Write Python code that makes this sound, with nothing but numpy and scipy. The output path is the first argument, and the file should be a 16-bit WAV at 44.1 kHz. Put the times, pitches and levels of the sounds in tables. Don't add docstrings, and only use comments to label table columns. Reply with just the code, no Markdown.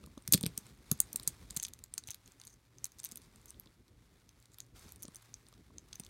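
import sys
import numpy as np
from scipy import signal
from scipy.fft import rfft, irfft, next_fast_len
from scipy.io import wavfile
from scipy.ndimage import map_coordinates

SR = 44100
rng = np.random.default_rng(int(sys.argv[2]) if len(sys.argv) > 2 else 0)


def invert_db(x):
    u = np.asarray(x, float) / 20
    return 10 ** u


def inscribe(sig):
    pcm = np.round(np.clip(np.atleast_2d(sig).T, -1, 1) * 32767)
    wavfile.write(sys.argv[1], SR, pcm.astype(np.int16))


N = 268827

# pitch_hz, level_db (per Hz)
HISS_SPECTRUM = [(240, -34), (400, 1), (606, -3), (2170, -9.5), (2950, -14.5), (4550, -15.5), (12400, -18),
                 (15800, -23)]
# pitch_hz, decay_s
WALL_DECAY = [(500, 0.25), (3000, 0.19), (8000, 0.12), (15000, 0.047)]
# delay_ms, level_db
WALL_ECHOES = [(5.5, -38.5), (10.5, -21.5), (15, -31), (19.5, -34.5)]
# time_s, level_db
SLIDE_LEVEL = [(0, -72.5), (.29, -75), (.5, -69), (.68, -67), (.78, -74.5), (.9, -66.5), (1.3, -67.5),
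               (1.66, -69), (1.72, -76), (1.9, -78.5), (2.3, -73.5), (2.68, -77), (3.34, -72),
               (3.95, -78.5), (4.11, -75), (4.74, -77.5), (4.765, -65), (4.9, -66), (4.99, -78.5),
               (5.18, -68.5), (5.32, -73), (5.75, -75.5), (6.094, -72.5)]
# time_s, level_db
PRESS_LEVEL = [(0, -61.5), (.27, -65), (.47, -57), (.61, -63), (1.5, -62), (1.75, -64.5), (2.4, -71),
               (2.86, -69.5), (3.3, -66), (4.2, -71), (4.55, -70.5), (4.65, -65), (5.05, -65.5), (5.2, -68),
               (5.5, -65.5), (6.09, -66)]
# pitch_hz, level_db (per Hz)
RUSTLE_SPECTRUM = [(290, -35.5), (500, -7), (817, -1.5), (1140, -0.5), (1780, -3), (2120, -1.5),
                   (2910, -7.5), (6090, -11), (15800, -22.5)]
# pitch_hz, level_db (per Hz)
SIZZLE_SPECTRUM = [(1500, -36.5), (3500, 4), (6500, -0.5), (10000, -1.5), (16000, -9)]
# pitch_hz, level_db (per Hz)
RUMBLE_SPECTRUM = [(15, -45.5), (25, -15), (48, 2.5), (119, -8), (189, -10.5), (226, -11), (390, -15.5),
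                   (700, -30), (910, -65), (1540, -120)]
# time_s, peak_db, starting_pitch_hz, knock_peak_db
BUMPS = [(.04, -49, 205, -49.5), (0.073, -45.5, 175, -56), (0.176, -37, 269, -46.5), (.287, -35, 151, -69),
         (0.3267, -33.5, 234, -50), (0.3332, -30.5, 240, -41), (0.3401, -28, 263, -47),
         (0.3466, -18, 180, -46), (0.3787, -40, 156, -62), (0.4133, -40, 171, -51), (.438, -24.5, 205, -50),
         (.4602, -30.5, 202, -49.5), (0.4662, -29, 163, -56), (0.5813, -42, 206, -70),
         (0.9182, -23.5, 173, -42), (1.0044, -49, 193, -51.5), (1.1454, -43, 225, -55),
         (1.199, -50.5, 200, -55), (1.2767, -42, 165, -72), (1.509, -49.5, 152, -62.5),
         (1.5692, -38.5, 166, -48.5), (2.087, -46, 115, -51), (3.122, -48, 215, -71.5),
         (3.662, -54.5, 234, -59), (5.0501, -43, 274, -57), (5.0841, -43, 212, -54), (5.527, -62, 203, -54),
         (5.705, -66, 195, -57), (5.9997, -41, 190, -53.5)]
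# pitch_hz, width_hz, level_db
RESONANCES = [(1200, 600, -21), (2468, 810, -12.5), (3510, 660, -5.5), (4650, 1200, -7.5), (6200, 380, 1.5),
              (7030, 2100, -4), (9000, 860, 0), (10800, 2500, -2.5), (12120, 1660, 1), (14700, 3500, -10.5)]
# start_s, length_ms, typical_contact_peak_db, favoured_pitch_hz
GRIND_EVENTS = [(0.896, 16, -69.5, 6500), (1.561, 11.6, -32, 6700), (1.643, 5.6, -42, 6400),
                (3.045, 27.2, -52, 6200), (4.765, 148, -64.5, 6220), (.35, 30, -44, 4650),
                (2.482, 59, -60.5, 6150), (2.982, 12, -50.5, 5500), (3.221, 28, -62, 4700),
                (3.478, 20.4, -53, 6200), (4.516, 30, -63.5, 7000), (4.61, 26, -64.5, 6200),
                (4.991, 19, -61.5, 6200)]
# time_s, peak_db, favoured_pitch_hz, low_rings_db, high_rings_db
CONTACTS = [(.0394, -44, 3660, 2, -20), (.0618, -42, 9100, -1, -2), (.1775, -42, 3560, -6, -12),
            (0.223, -47.5, 9110, -2, -22.5), (0.277, -21, 5600, -3.5, -5),
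            (0.324, -4.5, 12750, -16.5, -3.5), (0.3261, -18, 9000, -5.5, 8.5), (.331, -13, 12400, -8, -7),
            (0.3359, -6, 9000, -2.5, -11), (0.3392, -10, 4650, -2, 1), (0.3414, -6, 9000, -2.5, -5),
            (0.3464, -15.5, 4650, 5, -20), (0.3771, -29, 10800, 9, 0.5), (.41, -27, 9000, -4, -6),
            (.4299, -23.5, 9000, -8, -3), (.4361, -26.5, 9500, 17, -11), (.4465, -39.5, 4600, 3, -10),
            (0.4578, -28, 6400, 20, -1), (0.4633, -19, 9000, 7, -1), (0.577, -20, 9000, -13.5, -5.5),
            (0.6668, -44, 8770, 3, -12), (.915, -11, 6540, -9, 0.5), (0.9767, -48.5, 7300, 0, -2),
            (.9906, -44.5, 9000, -2, -17), (1.0027, -3.5, 8640, -19.5, -5.5),
            (1.1299, -29.5, 8800, -11, -5), (1.1595, -15.5, 9100, -15, -5.5), (1.198, -29.5, 4200, 5, 1.5),
            (1.231, -35.5, 9000, -12.5, -13.5), (1.2345, -39, 9000, 4, -1),
            (1.276, -9.5, 8330, -10.5, -4.5), (1.2801, -21.5, 6830, -15, -5.5), (1.503, -42, 4260, 9, -20),
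            (1.507, -28, 8450, -6.5, -16), (1.5452, -43, 12600, -4, 8), (1.5642, -22.5, 8400, -11, -12),
            (1.5676, -23, 8600, -6, -10), (1.5727, -23.5, 10100, -4, -2), (1.5988, -25.5, 6360, -4, -20),
            (1.627, -25.5, 11020, -6.5, -8), (1.631, -22.5, 6800, -17, -10),
            (1.6375, -22.5, 6400, -14, -10), (1.6502, -23, 6100, 3.5, -28), (1.654, -33.5, 6260, 0.5, -16),
            (1.667, -37.5, 6560, 4, -4), (1.6828, -37, 11300, 1, -5), (1.6863, -39, 6330, -12.5, -5),
            (1.7355, -31.5, 6260, -5.5, -10.5), (1.79, -44, 6400, -2.5, -8), (1.839, -32, 7000, -6.5, -5.5),
            (1.9389, -25, 8900, -9.5, -18), (1.9795, -20.5, 7670, -8.5, -20),
            (1.983, -29, 6500, -10.5, -19), (1.9873, -45, 6570, -11.5, -21), (2.038, -38.5, 4100, 0, -17),
            (2.0732, -32.5, 5940, -9, -11), (2.0769, -37, 5550, -5.5, 1), (2.0815, -37.5, 6500, 1, -13.5),
            (2.0865, -35.5, 6500, 11, -7), (2.0988, -38.5, 6070, 8.5, -19.5), (2.1057, -27.5, 6200, -6, -8),
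            (2.112, -30, 6180, -6, -16), (2.116, -36.5, 5600, 4, -3), (2.134, -46, 4650, 4, -17),
            (2.145, -33, 9900, -2.5, -9.5), (2.2597, -46.5, 6600, -7, -20.5), (2.277, -42, 5630, -3.5, -16),
            (2.32, -44.5, 8560, -10, -12), (2.3993, -42, 6260, -16, -20), (2.415, -37.5, 9000, 4, -17),
            (2.4372, -42.5, 6460, 2.5, -16.5), (2.451, -43, 6440, -11, -5), (2.4705, -37, 6800, -11.5, -9),
            (2.4765, -38, 6900, -3, -16), (2.784, -42, 6130, -8.5, -17), (2.8433, -17, 5770, -13.5, -10.5),
            (2.8547, -29, 9000, -3.5, -3), (2.864, -40.5, 11060, 5.5, -2), (2.8681, -43, 11300, -18, 9),
            (2.9194, -46, 6300, -5, -8), (2.9933, -40, 4590, 3.5, -7), (2.996, -41, 5740, -14, -15.5),
            (3.0, -33, 7800, -4, -21), (3.033, -35.5, 9000, -5.5, -5), (3.0409, -30, 6140, -4, -5),
            (3.0482, -24.5, 11640, -9, -6), (3.055, -28.5, 9300, -4, -11), (3.059, -31.5, 6260, 3, -12),
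            (3.066, -37, 9100, -4, -5), (3.0895, -39, 8800, -4, -8), (3.1143, -35.5, 8560, -14, -13),
            (3.1198, -32, 7740, -14, -8.5), (3.1243, -45.5, 6660, -14, -11), (3.1576, -30, 9000, -7, -11),
            (3.1721, -31.5, 9000, 0.5, 3), (3.1762, -40.5, 6060, -3, -5.5), (3.218, -44.5, 9350, 2, -6),
            (3.359, -43.5, 8000, -9.5, -12), (3.415, -50, 8140, -8, -14), (3.4577, -39.5, 8150, -26, -7),
            (3.5053, -35, 8930, -10.5, -21.5), (3.5437, -51.5, 3570, 10, -12),
            (3.598, -31.5, 12760, -7.5, 1.5), (3.659, -49, 4440, 3, -7.5), (3.672, -49.5, 3220, 21.5, -7.5),
            (3.881, -52.5, 4330, 4, -14), (4.2915, -45.5, 6250, 3, -11), (4.4011, -51, 6200, -17.5, -3),
            (4.426, -47.5, 6840, -4.5, -13), (4.4564, -48.5, 8270, -4, -16), (4.5435, -44, 7100, -1, -8.5),
            (4.5851, -36.5, 12500, 1, -8), (4.6033, -27.5, 6200, -5, -12), (4.794, -42.5, 8360, -8, -5.5),
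            (4.8917, -44, 6200, -5, -7.5), (4.9214, -33, 12900, -12.5, -6), (4.9598, -39.5, 8600, -8, -8),
            (5.0232, -32.5, 10900, -8, -3.5), (5.0292, -31, 8840, -9.5, -4), (5.0332, -32.5, 6200, -20, -5),
            (5.053, -36.5, 6100, -4, -24.5), (5.0816, -39, 9000, 2.5, -22), (5.147, -38.5, 8750, 0.5, -11),
            (5.1578, -33.5, 6200, -14, -9), (5.166, -37.5, 8160, -10, -8.5),
            (5.2218, -49, 10000, -14, -2.5), (5.3411, -30, 6200, -6, -23.5), (5.467, -49.5, 4700, 2, -17),
            (5.4858, -45, 8800, -7, -5.5), (5.5264, -50, 3630, -1, -8), (5.539, -47.5, 6200, 2.5, -12.5),
            (5.7829, -32.5, 6200, -5.5, -25), (5.886, -49.5, 6270, 0.5, -11.5),
            (5.9292, -31.5, 6200, 4, -19), (5.931, -33, 6300, 4.5, -22), (5.953, -43.5, 4170, 2, 3),
            (5.956, -34.5, 6250, -6.5, -11.5), (5.998, -28.5, 8700, -7.5, -10),
            (6.0026, -38, 6200, -2, -13), (6.0361, -40.5, 6200, 5, -21), (6.0488, -42, 6640, -8, -20),
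            (6.0643, -42.5, 3720, -0.5, -9)]

LEAD = 70


def unit(x):
    return x / np.sqrt(np.mean(x ** 2) + 1e-20)


def along(points, hz):
    f, v = np.transpose(points)
    return np.interp(np.log(hz + 1), np.log(f + 1), v)


def curve(rows):
    s, v = np.transpose(rows)
    return np.interp(np.arange(N) / SR, s, v)


def wobble(rate):
    knots = rng.standard_normal(int(N * rate / SR) + 4)
    return map_coordinates(knots, [np.arange(N) * rate / SR])


def coloured(x, spectrum):
    m = next_fast_len(N + 8192)
    gain = invert_db(along(spectrum, np.fft.rfftfreq(m, 1 / SR)))
    return unit(irfft(rfft(x, m) * gain, m)[:N])


def hiss():
    return invert_db(-86.5) * coloured(rng.standard_normal(N), HISS_SPECTRUM)


def hum():
    pitch_hz, width_hz = 116, 16
    band = [(pitch_hz - 3 * width_hz, -60), (pitch_hz - width_hz, -12), (pitch_hz, 0),
            (pitch_hz + width_hz, -12), (pitch_hz + 3 * width_hz, -60)]
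    level_db = curve(PRESS_LEVEL) - 5 + 2 * wobble(2.9)
    return invert_db(level_db) * coloured(rng.standard_normal(N), band)


def walls(x):
    out, step = np.zeros(N + SR), SR // 5
    for at in range(0, N, step):
        hz, t, z = signal.stft(rng.standard_normal(SR // 3), SR, nperseg=256)
        fade = invert_db(-60 * t / along(WALL_DECAY, hz)[:, None])
        tail = signal.istft(z * fade, SR, nperseg=256)[1]
        tail = invert_db(-22.0) * tail / np.linalg.norm(tail)
        tail = np.pad(tail, (round(0.0059 * SR), 0))
        for ms, db in WALL_ECHOES:
            slap = rng.standard_normal(90) * np.exp(-np.arange(90) / 30)
            tail[round(ms * SR / 1000):][:90] += invert_db(db) * slap / np.linalg.norm(slap)
        wet = signal.fftconvolve(x[at:at + step], tail)
        out[at:at + len(wet)] += wet
    return out[:N]


def sliding():
    stir_db, stir_grows, stir_s = -66, .3, 0.015
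    jolt_db, jolt_s = -46, 0.01
    swells, t = np.zeros((2, N)), np.arange(-SR // 4, SR // 4 + 1) / SR
    for s, db, *_ in CONTACTS:
        swells[0, round(s * SR)] = invert_db(2 * (stir_db + stir_grows * db))
    for s, db, *_ in BUMPS:
        swells[1, round(s * SR)] = invert_db(2 * (jolt_db + db))
    shape = np.exp(-np.abs(t) / np.array([[stir_s], [jolt_s]]))
    swell_power = np.abs(signal.fftconvolve(swells, shape, "same", axes=1).sum(0))
    power = invert_db(2 * curve(SLIDE_LEVEL)) + swell_power
    return 10 * np.log10(power)


def hand(slide_db):
    grains = rng.standard_normal((2, N)) * invert_db(2 * wobble(400) + wobble(40))
    rustle = invert_db(slide_db + 0.5) * coloured(grains[0], RUSTLE_SPECTRUM)
    sizzle_db = -72.5 + 1.2 * (slide_db + 71)
    sizzle = invert_db(sizzle_db) * coloured(grains[1], SIZZLE_SPECTRUM)
    lumps = rng.standard_normal(N) * invert_db(2.8 * wobble(25))
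    rumble = invert_db(curve(PRESS_LEVEL) + 3.5) * coloured(lumps, RUMBLE_SPECTRUM)
    return rustle + sizzle + rumble


def thumps():
    sag_to, sag_s = .72, 0.019
    cycles = 4.6
    slap_ratio, slap_db, slap_t60_s = 2.1, -14.5, 0.024
    out, t = np.zeros(N + SR), np.arange(SR // 8) / SR
    luck = rng.standard_normal((len(BUMPS), 2))
    for (s, db, hz, knock_db), row in zip(BUMPS, luck):
        turns = hz * (sag_to * t + (1 - sag_to) * sag_s * (1 - np.exp(-t / sag_s)))
        swing_rise = (1 - np.exp(-t / 0.0016)) ** 2
        swing = -np.sin(2 * np.pi * turns) * invert_db(-60 * t * hz / cycles) * swing_rise
        slap = invert_db(slap_db - 60 * t / slap_t60_s) * np.sin(2 * np.pi * slap_ratio * hz * t)
        swing = swing - slap * (1 - np.exp(-t / 0.0022))
        low_ring = np.sin(2 * np.pi * 560 * invert_db(row[0]) * t)
        high_ring = 1.8 * np.sin(2 * np.pi * 1050 * invert_db(row[1]) * t)
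        knock = (low_ring + high_ring) * invert_db(-60 * t / 0.013) * (1 - np.exp(-t / .0006))
        start = round((s - .002) * SR)
        out[start:][:len(t)] += invert_db(db) * swing / np.abs(swing).max()
        out[start + round(.0015 * SR):][:len(t)] += invert_db(knock_db) * knock / np.abs(knock).max()
    return out[:N]


def snap(favoured_hz, low_db, high_db, chatter_ms, luck):
    size = len(luck) // 2
    ms = (np.arange(size) - LEAD) * 1000 / SR
    fade_db = 17 * ms / np.clip(chatter_ms - .5, .3, 12)
    fade_db = np.where(ms < 0, 3 - 13 * ms, fade_db)
    blows = luck[:size] * np.abs(luck[size:]) * invert_db(-10.5 - fade_db)
    blows[LEAD] = 2.1
    hz = np.fft.rfftfreq(2 * size, 1 / SR)
    tilt = [(4600, low_db + 5.5), (6000, 0.0038), (9500, 0), (11000, high_db + 5.5)]
    body = 0
    for k, (centre, width, db) in enumerate(RESONANCES):
        favoured_db = 8 * np.exp(-((centre - favoured_hz) / 700) ** 2)
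        level = invert_db(db + along(tilt, centre) + favoured_db + 1.6 * luck[size + k])
        resonance = 1j * hz * width / (centre * centre - hz * hz + 1j * hz * width)
        body = body + (-1) ** k * level * resonance
    click = irfft(rfft(blows, 2 * size) * body)
    return click / np.abs(click).max()


def grinds():
    out = np.zeros(N + SR)
    for s, ms, db, hz in GRIND_EVENTS:
        for row in rng.standard_normal((int(ms / 1.1) + 1, 1024)):
            at = round((s + rng.random() * ms / 1000) * SR)
            out[at:][:len(row)] += invert_db(db + 4.2 * row[-1]) * snap(hz, -10, -13.5, 2.1, row)
    return out[:N]


def beads(slide_db):
    out = np.zeros(N + SR)
    luck = rng.standard_normal((len(CONTACTS), 2048))
    for (s, db, hz, low_db, high_db), row in zip(CONTACTS, luck):
        chatter_ms = 2.83 * invert_db(1.96 * row[-1])
        out[round(s * SR) - LEAD:][:len(row)] += invert_db(db) * snap(hz, low_db, high_db, chatter_ms, row)
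    crowd = np.cumsum(np.exp(0.13 * (slide_db - slide_db.max())))
    faint = rng.random((500, 3))
    for (when, pitch, size), row in zip(faint, rng.standard_normal((len(faint), 1024))):
        at = np.searchsorted(crowd, when * crowd[-1])
        level_db = slide_db[at] + 5 - 3.2 * np.log(size + 0.0012)
        out[at:][:len(row)] += invert_db(level_db) * snap(3500 + 6000 * pitch, 0, -8.5, 1.0, row)
    return out[:N]


def scene():
    slide_db = sliding()
    near = beads(slide_db) + grinds() + thumps()
    return (near + walls(near) + hand(slide_db) + hiss() + hum())[None]


def top_cut(x):
    return signal.sosfilt(signal.butter(12, 17160, fs=SR, output="sos"), x)


def record(dry):
    mix = signal.sosfilt(signal.butter(2, 48, "high", fs=SR, output="sos"), dry)
    mix = signal.sosfilt(signal.butter(28, 15950, "low", fs=SR, output="sos"), mix)
    return top_cut(mix)


dry = scene()
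out = record(dry)
inscribe(out)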